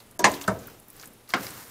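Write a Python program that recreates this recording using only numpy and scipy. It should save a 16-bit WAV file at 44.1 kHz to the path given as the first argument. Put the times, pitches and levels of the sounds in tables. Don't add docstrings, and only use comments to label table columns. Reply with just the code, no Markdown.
import sys
import numpy as np
from scipy import signal
from scipy.io import wavfile

SR = 44100
rng = np.random.default_rng(int(sys.argv[2]) if len(sys.argv) > 2 else 0)


def output_pcm(signal):
    pcm = np.clip(np.atleast_2d(signal).T, -1, 1) * 32767
    wavfile.write(sys.argv[1], SR, np.round(pcm).astype(np.int16))


def convert_level_to_amplitude(level_db):
    exponent = np.asarray(level_db, float) / 20
    return 10 ** exponent


N = 74970
T = np.arange(N) / SR
BAND_EDGES_HZ = 20 * 2 ** np.arange(0, 9.9, .4)

# start_s, level_db, contact_s, dense_ring_db, ring_length_factor
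KNOCKS = [
    (0.192, -17, 0.0012, -12.5, 1),
    (.2413, -4, 0.00086, -5, 0.72),
    (0.4782, -9, 0.0012, -12, 0.78),
    (1.337, -9, 0.00017, -10.5, 0.8),
]
# pitch_hz, level_db, die_away_s (time to fall 60 dB)
TONES_A = [(213, -13, .15), (333, -2.5, 0.19), (693, -3, 0.056), (622, -5.5, .1), (968, -4.5, 0.54),
           (1035, -13, 0.24), (1630, -12, 0.12), (3580, -15, .06), (5770, -12.5, .06), (6370, -4.5, 0.038),
           (7240, -15, .03)]
TONES_B = [(362, -14.5, 0.37), (283.8, -18.5, 0.79), (205.6, -13, 0.16), (637, -13, .25), (516, -12, 0.14),
           (993.6, -7.5, 0.18), (1040, -2.5, 0.14), (1156, -13, 0.13), (1665, -7.5, 0.14), (1773, 3, 0.052),
           (1863, -12, 0.18), (4370, -8.5, .03), (5944, -9.5, 0.086), (6850, -5.5, 0.062)]
TONES_C = [(109.6, -9, 0.14), (190.2, -2, 0.12), (410, -12, 0.12), (644, -3, 0.085), (942, -11.5, .15),
           (1074, -28, 0.24), (1304, 1, 0.054), (1540, 0, 0.041), (1795, -8.5, 0.043)]
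TONES_D = [(136, -21, 0.23), (204.6, -11.5, 0.11), (338, -14, 0.12), (700, -3, 0.066), (1078, -2, 0.047),
           (4200, -12, 0.025), (1540, 4, 0.022), (2126, 3, 0.028), (2520, -11.5, 0.043),
           (3190, -6.5, 0.024), (5130, -8, 0.035)]
# pitch_hz, level_db (per Hz)
DENSE_A = [(60, -31), (200, -4.5), (480, -11.5), (950, -8.5), (1400, -12.5), (2900, -29), (6100, -16),
           (15000, -35)]
DENSE_B = [(35, -41.5), (60, -29), (577, -6.5), (1010, 1), (1490, -17.5), (1830, 1), (2420, -9.5),
           (6840, -12), (15000, -43.5)]
DENSE_C = [(35, -52), (60, -6.5), (195, -12), (276, -13.5), (648, -7.5), (1150, -8), (1300, -6),
           (2470, -28), (15000, -30)]
DENSE_D = [(35, -47), (60, -33), (200, -5), (633, -8), (744, -20), (916, 0.5), (1270, 3), (2780, -10),
           (5000, -15), (15000, -44)]
# pitch_hz, die_away_s
DENSE_DIE_AWAY = [(60, 0.55), (300, 0.63), (1000, 0.21), (3000, 0.15), (8000, 0.15), (15000, 0.0083)]
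# start_s, level_db, pitch_hz, die_away_s
REBOUNDS = [(0.204, -24, 381, 0.072), (.251, -15.5, 846.6, .12), (.2495, -34, 2000, 0.046),
            (.271, -22, 1008, 0.1), (.447, -39, 675, .04), (0.445, -49, 990, .04), (.514, -30.5, 649, 0.22),
            (1.3445, -24.5, 760, 0.057), (1.3443, -25.5, 1410, 0.06), (1.349, -29.5, 1270, 0.046),
            (1.348, -25, 264, 0.042), (1.365, -46, 214, 0.11), (1.376, -46, 1540, .04)]
# start_s, level_db, centre_hz, die_away_s
CRACKS = [
    (0.1919, -24, 6270, 0.033),
    (0.1913, -29, 12300, 0.067),
    (0.2436, -16, 4200, 0.0084),
    (0.2468, -23, 6500, 0.02),
    (0.477, -24, 5750, 0.048),
    (1.3377, -22, 4740, 0.025),
]
POP_STARTS = [.0900, .1115, .3165, .3405, .4125, .439, .5905, .6715, .7995, .8843, .9028, .9065, .9293,
              .9645, .9975, 1.013, 1.0278, 1.0513, 1.0568, 1.0742, 1.134, 1.276, 1.2912, 1.3045, 1.433,
              1.4675, 1.505, 1.55, 1.597, 1.647, .3168, .3408, .349, .4128, .421, .003, 1.2985, 1.44, 1.68]
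# level_db, pitch_hz, spray_db
POPS = [(-37, 29000, -2), (-30.5, 10000, -20.5), (-28, 7900, -9), (-19.5, 4260, -19), (-29, 3200, -11.5),
        (-30.5, 3600, -11), (-35.5, 7100, -12.5), (-28, 13600, -9.5), (-31.5, 10200, -18),
        (-23, 14600, -29), (-24.5, 11000, -24.5), (-40, 13000, -24), (-36, 16000, -8), (-36, 10000, -12.5),
        (-34.5, 5700, -9.5), (-36, 6500, -10), (-31, 4200, -21), (-39, 11000, -18), (-27, 8800, -16),
        (-35, 12000, -8.5), (-40, 11600, -12), (-47, 4300, -6), (-29, 12500, -14), (-24, 4400, -19.5),
        (-25.5, 6000, -19), (-24.5, 4650, -17), (-28, 8600, -15), (-39, 4400, -16), (-53, 7700, -21),
        (-43, 11000, -10), (-36, 21000, -17), (-27, 8100, -20), (-31, 11000, -14), (-29.5, 6500, -10),
        (-29.5, 6400, -10), (-38, 4200, -16.5), (-33, 5100, -15.5), (-38, 11800, -12), (-35, 11000, -14)]
# start_s, level_db, pitch_hz, die_away_s
PLOPS = [
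    (.365, -38, 3200, 0.036),
    (0.449, -33, 1400, 0.013),
    (0.679, -40, 1420, 0.042),
    (1.0337, -36.5, 1670, 0.037),
    (1.3056, -46, 1550, 0.014),
    (1.4676, -40, 2100, 0.044),
]
# start_s, fizz_db, churn_db
STIR = [(0, -52.5, -50), (0.049, -62.5, -55.5), (.18, -106, -56), (0.269, -43.5, -31), (.345, -40.5, -41.5),
        (0.404, -50, -42), (0.417, -40, -59), (.46, -48, -44.5), (.56, -51.5, -51.5), (0.692, -51.5, -44.5),
        (0.853, -67.5, -61.5), (1.041, -46, -49), (1.1, -63.5, -50.5), (1.275, -70, -66),
        (1.295, -43.5, -53), (1.36, -47.5, -53), (1.43, -38.5, -41), (1.7, -48, -51)]
# pitch_hz, level_db
FIZZ_COLOUR = [(880, -4), (1500, -3.5), (1740, -4), (3640, -14), (4660, -7), (9940, -11.5), (13900, -7),
               (15800, -4)]
# pitch_hz, level_db
CHURN_COLOUR = [(29, -41), (50, -18.5), (106, -3.5), (147, -9), (397, -12), (440, -11.5), (1320, -22.5),
                (3000, -27), (3900, -20.5), (6600, -120)]
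# pitch_hz, level_db
AIR_COLOUR = [(12, -36), (20, 11), (123, -8), (158, -67), (192, 3.5), (308, 0), (5620, -16.5), (9300, -13),
              (15800, -17)]
# pitch_hz, level_db
HUM = [(118, -64.5)]
# start_s, end_s, above_hz, level_db
TREBLE_DIPS = [
    (.178, .188, 1800, -30),
    (.224, .237, 7500, -25),
    (.26, .27, 10500, -12),
    (.47, .477, 8000, -10),
    (.491, .5, 9500, -12),
    (1.322, 1.334, 8000, -10),
    (1.351, 1.362, 9000, -14),
]


def rms_one(x):
    return x / np.sqrt(np.mean(x ** 2) + 1e-20)


def at_hz(points, hz):
    table_hz, value = np.array(points).T[:2]
    return np.interp(np.log(hz), np.log(table_hz), value)


def place(out, start_s, sound):
    start = int(start_s * SR)
    out[start:start + len(sound)] += sound


def drift(rate_hz):
    r = np.exp(-80 * np.pi * rate_hz / SR)
    slow = signal.lfilter([1], [1, -2 * r, r * r], rng.standard_normal(N // 40 + 2002))
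    slow = rms_one(slow[2000:])
    return np.interp(np.arange(N) / 40, np.arange(len(slow)), slow)


def bands(white, spectrum):
    for k, (low, high) in enumerate(zip(BAND_EDGES_HZ, BAND_EDGES_HZ[1:])):
        hz = np.sqrt(low * high)
        band_pass = signal.butter(2, [low, high], "band", fs=SR, output="sos")
        yield hz, convert_level_to_amplitude(at_hz(spectrum, hz)) * signal.sosfilt(band_pass, white[k % 2])


def patchy(white, spectrum, patchy_db):
    together = drift(30)
    total = np.zeros(N)
    for _, band in bands(white, spectrum):
        total += band * convert_level_to_amplitude(patchy_db * (1.1 * together + drift(5.0)))
    return rms_one(total)


def struck(t, hz, die_away_s, rise_s):
    shape = (1 - np.exp(-t / rise_s)) ** 2 * convert_level_to_amplitude(-60 * t / die_away_s)
    return shape / shape.max() * np.sin(2 * np.pi * (hz * t + rng.random()))


def dense_ring(t, colour, contact_s, longer):
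    parts = list(bands(rng.standard_normal((2, len(t))), colour))
    dense = np.zeros(len(t))
    for hz, band in parts:
        rise = 1 - np.exp(-t / (contact_s + 1 / hz))
        dense += band * rise * convert_level_to_amplitude(-60 * t / (longer * at_hz(DENSE_DIE_AWAY, hz)))
    return dense / np.std(sum(band for _, band in parts))


def knocks():
    out, t = np.zeros(N + SR), T[:SR // 2]
    spots = (TONES_A, TONES_B, TONES_C, TONES_D)
    colours = (DENSE_A, DENSE_B, DENSE_C, DENSE_D)
    for (start_s, db, contact_s, ring_db, longer), tones, colour in zip(KNOCKS, spots, colours):
        hit = convert_level_to_amplitude(ring_db) * dense_ring(t, colour, contact_s, longer)
        for hz, level_db, die_away_s in tones:
            hit += convert_level_to_amplitude(level_db - 10) * struck(t, hz, die_away_s, contact_s + .6 / hz)
        place(out, start_s, convert_level_to_amplitude(db) * hit)
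    for start_s, db, hz, die_away_s in REBOUNDS:
        place(out, start_s, convert_level_to_amplitude(db) * struck(t, hz, die_away_s, rise_s=0.00095))
    return signal.sosfilt(signal.butter(4, 80, "high", fs=SR, output="sos"), out[:N])


def cracks():
    out, size = np.zeros(N + SR), SR // 10
    octaves = np.array([-.4, .4])
    for start_s, db, hz, die_away_s in CRACKS:
        edges = np.minimum(hz * 2 ** octaves, 17000)
        band_pass = signal.butter(1, edges, "band", fs=SR, output="sos")
        burst = rms_one(signal.sosfilt(band_pass, rng.standard_normal(size)))
        place(out, start_s, convert_level_to_amplitude(db - 6) * burst * convert_level_to_amplitude(-60 * T[:size] / die_away_s))
    return out[:N]


def ring(clicks, hz, die_away_s):
    r = convert_level_to_amplitude(-60 / (die_away_s * SR))
    w = 2 * np.pi * min(hz, 16000) / SR
    return signal.lfilter([0, np.sin(w)], [1, -2 * r * np.cos(w), r * r], clicks + 1e-18)


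def pops():
    out, size = np.zeros(N + SR), SR // 10
    click, t = np.eye(1, size)[0], T[:size]
    for start_s, (db, hz, spray_db) in zip(POP_STARTS, POPS):
        spray = convert_level_to_amplitude(spray_db) * rng.standard_normal(size) * convert_level_to_amplitude(-60 * t / 0.032)
        thin = signal.lfilter(*signal.butter(2, .7 * hz, "high", fs=SR), click + spray)
        place(out, start_s, convert_level_to_amplitude(db) * ring(thin, hz, 9 / hz))
    for start_s, db, hz, die_away_s in PLOPS:
        spray = 0.21 * rng.standard_normal(size) * convert_level_to_amplitude(-60 * t / die_away_s)
        place(out, start_s, convert_level_to_amplitude(db) * ring(click + spray, hz, .2 * die_away_s))
    return out[:N]


def sauce():
    start_s, fizz_db, churn_db = np.transpose(STIR)
    fizz_per_s, spread_db = 6000, 3.5
    sizes = convert_level_to_amplitude(spread_db * np.minimum(rng.exponential(1, (2, N)), 5)) * rng.choice([-1, 1], (2, N))
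    grains = sizes * (rng.random((2, N)) < fizz_per_s / SR)
    fizz = patchy(grains, [(300, -45)] + list(FIZZ_COLOUR), patchy_db=.7)
    churn = patchy(rng.standard_normal((2, N)), list(CHURN_COLOUR) + [(6000, -50)], patchy_db=1.5)
    fizz_level = convert_level_to_amplitude(np.interp(T, start_s, fizz_db) - 1.5)
    churn_level = convert_level_to_amplitude(np.interp(T, start_s, churn_db) - 4)
    return fizz_level * fizz + churn_level * churn


def kitchen(x):
    die_away_s, gap_s, level_db = 0.55, 0.004, -20
    t = T[:SR]
    tail = rng.standard_normal(len(t)) * convert_level_to_amplitude(-60 * t / die_away_s) * np.clip(t / gap_s - 1, 0, 1)
    tail = signal.lfilter(*signal.butter(1, 21000, fs=SR), tail)
    return convert_level_to_amplitude(level_db) * signal.fftconvolve(x, tail / np.linalg.norm(tail))[:N]


def background():
    air = convert_level_to_amplitude(-56.5) * patchy(rng.standard_normal((2, N)), AIR_COLOUR, patchy_db=-1.0)
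    hum = sum(convert_level_to_amplitude(db + 1.5 + 1.3 * drift(4.3)) * np.sin(2 * np.pi * hz * T) for hz, db in HUM)
    return air + hum


def scene():
    hits = knocks() + cracks() + pops()
    return (hits + kitchen(hits) + sauce() + background())[None]


def dip_treble(x):
    edge_s = .002
    for start_s, end_s, hz, db in TREBLE_DIPS:
        treble = signal.sosfiltfilt(signal.butter(6, hz, "high", fs=SR, output="sos"), x)
        window = np.clip(np.minimum(T - start_s, end_s - T) / edge_s + .5, 0, 1)
        x = x - (1 - convert_level_to_amplitude(db)) * treble * window
    return x


def low_pass(x):
    return signal.sosfilt(signal.butter(12, 16990, fs=SR, output="sos"), x)


def record(dry):
    x = dip_treble(np.tanh(dry))
    x = signal.sosfilt(signal.cheby2(12, 28, 15900, fs=SR, output="sos"), x)
    return low_pass(x)


dry = scene()
out = record(dry)
output_pcm(out)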